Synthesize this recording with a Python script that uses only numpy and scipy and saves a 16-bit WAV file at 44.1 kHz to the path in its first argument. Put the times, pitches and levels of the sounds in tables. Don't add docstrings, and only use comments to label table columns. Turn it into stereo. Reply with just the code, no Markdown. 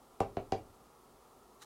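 import sys
import numpy as np
from scipy import signal
from scipy.fft import rfft, irfft, next_fast_len
from scipy.io import wavfile

SR = 44100
rng = np.random.default_rng(int(sys.argv[2]) if len(sys.argv) > 2 else 0)


def file_out(sig):
    cols = np.atleast_2d(sig).T
    lim = np.clip(cols, -1, 1)
    pcm = np.round(lim * 32767).astype(np.int16)
    wavfile.write(sys.argv[1], SR, pcm)


N = 72765


def amp(db):
    return 10 ** (np.asarray(db) / 20)


def unit(x):
    return x / np.sqrt(np.mean(x ** 2) + 1e-20)


def along(points, hz):
    point_hz, value = np.transpose(points)
    return np.interp(np.log(hz + 1), np.log(point_hz + 1), value)


def lowpass(hz, edge_hz, order):
    return 1 / np.sqrt(1 + (hz / edge_hz) ** (2 * order))


def filtered(x, response):
    size = next_fast_len(N + SR // 2)
    spectrum = rfft(x, size) * response(np.fft.rfftfreq(size, 1 / SR))
    return irfft(spectrum, size)[..., :N]


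def coloured(x, gain):
    size = 4096
    cepstrum = irfft(np.log(np.maximum(gain(np.fft.rfftfreq(size, 1 / SR)), 1e-6)))
    cepstrum[1:size // 2] *= 2
    cepstrum[size // 2 + 1:] = 0
    impulse = irfft(np.exp(rfft(cepstrum)))
    return signal.fftconvolve(x, impulse)[:N]


def delayed(x, s):
    return np.pad(x, (max(round(s * SR), 0), 0))[:N]


def pair(gain, alike):
    def mid_side_gain(hz):
        angle = np.arccos(np.clip(along(alike, hz), -1, 1)) / 2
        return gain(hz) * np.array([np.cos(angle), np.sin(angle)])

    mid, side = filtered(rng.standard_normal((2, N)), mid_side_gain)
    return np.array([mid + side, mid - side])


# start in seconds, thump gain in dB, contact cut-off in Hz (lower is softer),
# pad pitch as a ratio, tick gain in dB, tick cut-off in Hz, left-right offset in dB.
KNOCK_ROWS = [(0.2038, .7, 1300, 1, -33, 10000, 1), (.3691, -5, 680, .93, -29, 2400, -2),
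              (.5219, -1.7, 800, 0.98, -29, 5100, -.6)]
# frequency in Hz, left minus right in dB before the blow's offset.
TABLE_SIDES = [(110, 0), (200, 3), (370, -3), (700, .5), (1200, -2), (2400, 0.5)]


def knocks():
    out = np.zeros((2, N))
    for start_s, thump_db, soft_hz, pitch, tick_db, edge_hz, pan_db in KNOCK_ROWS:
        source = amp(tick_db) * tick(edge_hz) + amp(thump_db) * thump(soft_hz, pitch)
        blow = delayed(source, start_s)
        heard = blow + flutter(blow, count=4) + room(blow)
        out += filtered(heard, lambda hz: amp(np.outer([.5, -.5], pan_db + along(TABLE_SIDES, hz))))
    return out


# frequency in Hz, relative level in dB, decay time T60 in seconds.
TABLE_MODES = [(29.1, -57, 0.74), (68, -53, .08), (110, -48.5, .5), (128, -47, .3), (212, -48, 0.18),
               (310, -45, 0.034), (398, -42.5, .3)]
# frequency in Hz at pitch 1, relative level in dB, T60 in seconds.
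PAD_MODES = [(460, -26.5, .045), (565, -30, .045), (680, -29.5, 0.043), (743.8, -34, .09),
             (775, -21, 0.054), (978, -33, 0.039), (1081, -35.5, 0.044), (1163, -36.5, 0.048),
             (1750, -49, .05)]
BEND_LAG_S, BEND_REF_HZ = 0.00549, 99.7
CONTACT_ORDER = 2.06


def thump(soft_hz, pitch):
    t = np.arange(N) / SR
    modes = TABLE_MODES + [(pitch * hz, db, t60) for hz, db, t60 in PAD_MODES]
    ring = np.zeros(N)
    for hz, db, t60 in modes:
        strike_db = db + rng.normal(0, 1)
        ring += amp(strike_db - 60 * t / t60) * np.sin(2 * np.pi * hz * t)
    struck = coloured(ring, lambda hz: lowpass(hz, soft_hz, CONTACT_ORDER))
    return filtered(struck, lambda hz: np.exp(-2j * np.pi * 2 * BEND_LAG_S * np.sqrt(hz * BEND_REF_HZ)))


# frequency in Hz, relative level in dB.
CRACK_COLOUR = [(300, -30.5), (1050, 4.5), (1700, 0), (2500, -7), (3200, -10), (4300, -2), (5200, -8),
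                (6300, -5.5), (8000, -9), (15000, -12)]
# frequency in Hz, relative level in dB.
CHATTER_COLOUR = [(300, -22), (1100, 1), (1600, -0.5), (2350, 6), (3200, -3), (4400, -1), (6300, -2),
                  (8000, -7), (15000, -11)]
CRACK_T60_S, CHATTER_T60_S, CHATTER_DB = .009, .07, -15


def tick(edge_hz):
    t = np.arange(N) / SR

    def burst(colour, t60):
        noise = 2 * rng.standard_normal(N) * amp(-60 * t / t60)
        return coloured(noise, lambda hz: amp(along(colour, hz)) * lowpass(hz, edge_hz, 2.23))

    return burst(CRACK_COLOUR, CRACK_T60_S) + amp(CHATTER_DB) * burst(CHATTER_COLOUR, CHATTER_T60_S)


FLUTTER_S, FLUTTER_HZ = .0102, 1310
FLUTTER_DB, FLUTTER_LOSS_DB = -9, 8.5
WALL_S, WALL_DB = .0285, -14


def flutter(x, count):
    dull = coloured(x, lambda hz: lowpass(hz, FLUTTER_HZ, 1))
    ceiling = np.zeros(N)
    for k in range(count):
        ceiling += amp(FLUTTER_DB - FLUTTER_LOSS_DB * k) * delayed(dull, (k + 1) * FLUTTER_S)
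    return ceiling + amp(WALL_DB) * delayed(dull, WALL_S)


# frequency in Hz, T60 in seconds.
ROOM_T60 = [(60, 0.64), (135, .85), (400, .32), (750, .21), (1200, .2), (2900, .22), (8000, .17)]
# frequency in Hz, gain in dB before the gradual onset.
ROOM_GAIN = [(50, -7.5), (125, -5), (165, -12), (220, -5), (310, -10), (500, -1.5), (750, -4), (1100, -2),
             (1500, -4), (2300, 0), (5000, -1.5), (12000, -6)]
# frequency in Hz, correlation (1 is identical).
ROOM_LIKENESS = [(100, 0.95), (700, 0.91), (2000, 0.89), (5000, 0.52), (12000, .2)]
ROOM_ONSET_S = 0.0084


def room(x):
    hz, t, noise = signal.stft(pair(np.ones_like, ROOM_LIKENESS), SR, nperseg=512)
    t60 = along(ROOM_T60, hz)[:, None]
    equal_energy = np.sqrt(2 * np.log(1000) / (t60 * SR))
    fade = amp(along(ROOM_GAIN, hz)[:, None] - 60 * t / t60) * equal_energy
    tail = signal.istft(noise * fade, SR, nperseg=512)[1][:, :N]
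    tail = tail * (1 - np.exp(-(np.arange(N) / SR / ROOM_ONSET_S) ** 2))
    return signal.fftconvolve(x[None], tail, axes=1)[:, :N]


# peak time in seconds, peak level of the mid signal in dB,
# rise and fall time constants in seconds.
PEEL_SWELL = (1.627, -50.5, 0.01, .013)
# frequency in Hz, relative level in dB.
SNAP_COLOUR = [(500, -25), (850, -1.5), (1500, 2), (2400, -8.5), (3600, -3.5), (3980, 5.5), (4500, -8.5),
               (5900, -2), (9000, -7.5), (15000, -19)]
SNAPS_PER_S, SNAP_SIDE_DB = 2500, -8


def peel():
    peak_s, db, rise_s, fall_s = PEEL_SWELL
    t = np.arange(N) / SR - peak_s
    snaps = rng.standard_normal((2, N)) * (rng.random((2, N)) < SNAPS_PER_S / SR)
    mid, side = [unit(coloured(row, lambda hz: amp(along(SNAP_COLOUR, hz)))) for row in snaps]
    swell = amp(db) * np.exp(-np.maximum(-t / rise_s, t / fall_s))
    return swell * (mid + amp(SNAP_SIDE_DB) * np.array([side, -side]))


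# frequency in Hz, relative density in dB per Hz.
MURMUR_COLOUR = [(15, -41), (25, -5.5), (54, -2), (76, -15), (108, -7.5), (198, -9), (239, -3.5), (329, -8),
                 (370, -2), (645, -9.5), (776, -4.5), (1120, -8.5), (1400, -8.5), (1820, -42), (3080, -120)]
# frequency in Hz, relative density in dB per Hz.
HISS_COLOUR = [(940, -37), (1600, -1), (2500, -5), (3110, -4), (3420, -4), (10700, -4.5), (15500, -9.5)]
# frequency in Hz, correlation (1 is identical).
AIR_LIKENESS = [(60, 0.8), (180, 0.61), (550, 0.84), (1650, 0.8), (4970, 0.38), (15000, 0.34)]
MURMUR_DB, HISS_DB = -61.5, -68.5
MURMUR_EDGE_HZ = 1420


def air():
    murmur = pair(lambda hz: amp(along(MURMUR_COLOUR, hz)) * lowpass(hz, MURMUR_EDGE_HZ, 18), AIR_LIKENESS)
    hiss = pair(lambda hz: amp(along(HISS_COLOUR, np.maximum(hz, MURMUR_EDGE_HZ))), AIR_LIKENESS)
    return amp(MURMUR_DB) * unit(murmur) + amp(HISS_DB) * unit(hiss)


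def scene():
    return knocks() + peel() + air()


LOW_CUT_HZ, TOP_HZ = 25, 15950


def record(dry):
    low_cut = signal.butter(2, LOW_CUT_HZ, "highpass", fs=SR, output="sos")
    thinned = signal.sosfilt(low_cut, dry)
    return filtered(thinned, lambda hz: hz < TOP_HZ)


dry = scene()
out = record(dry)
file_out(out)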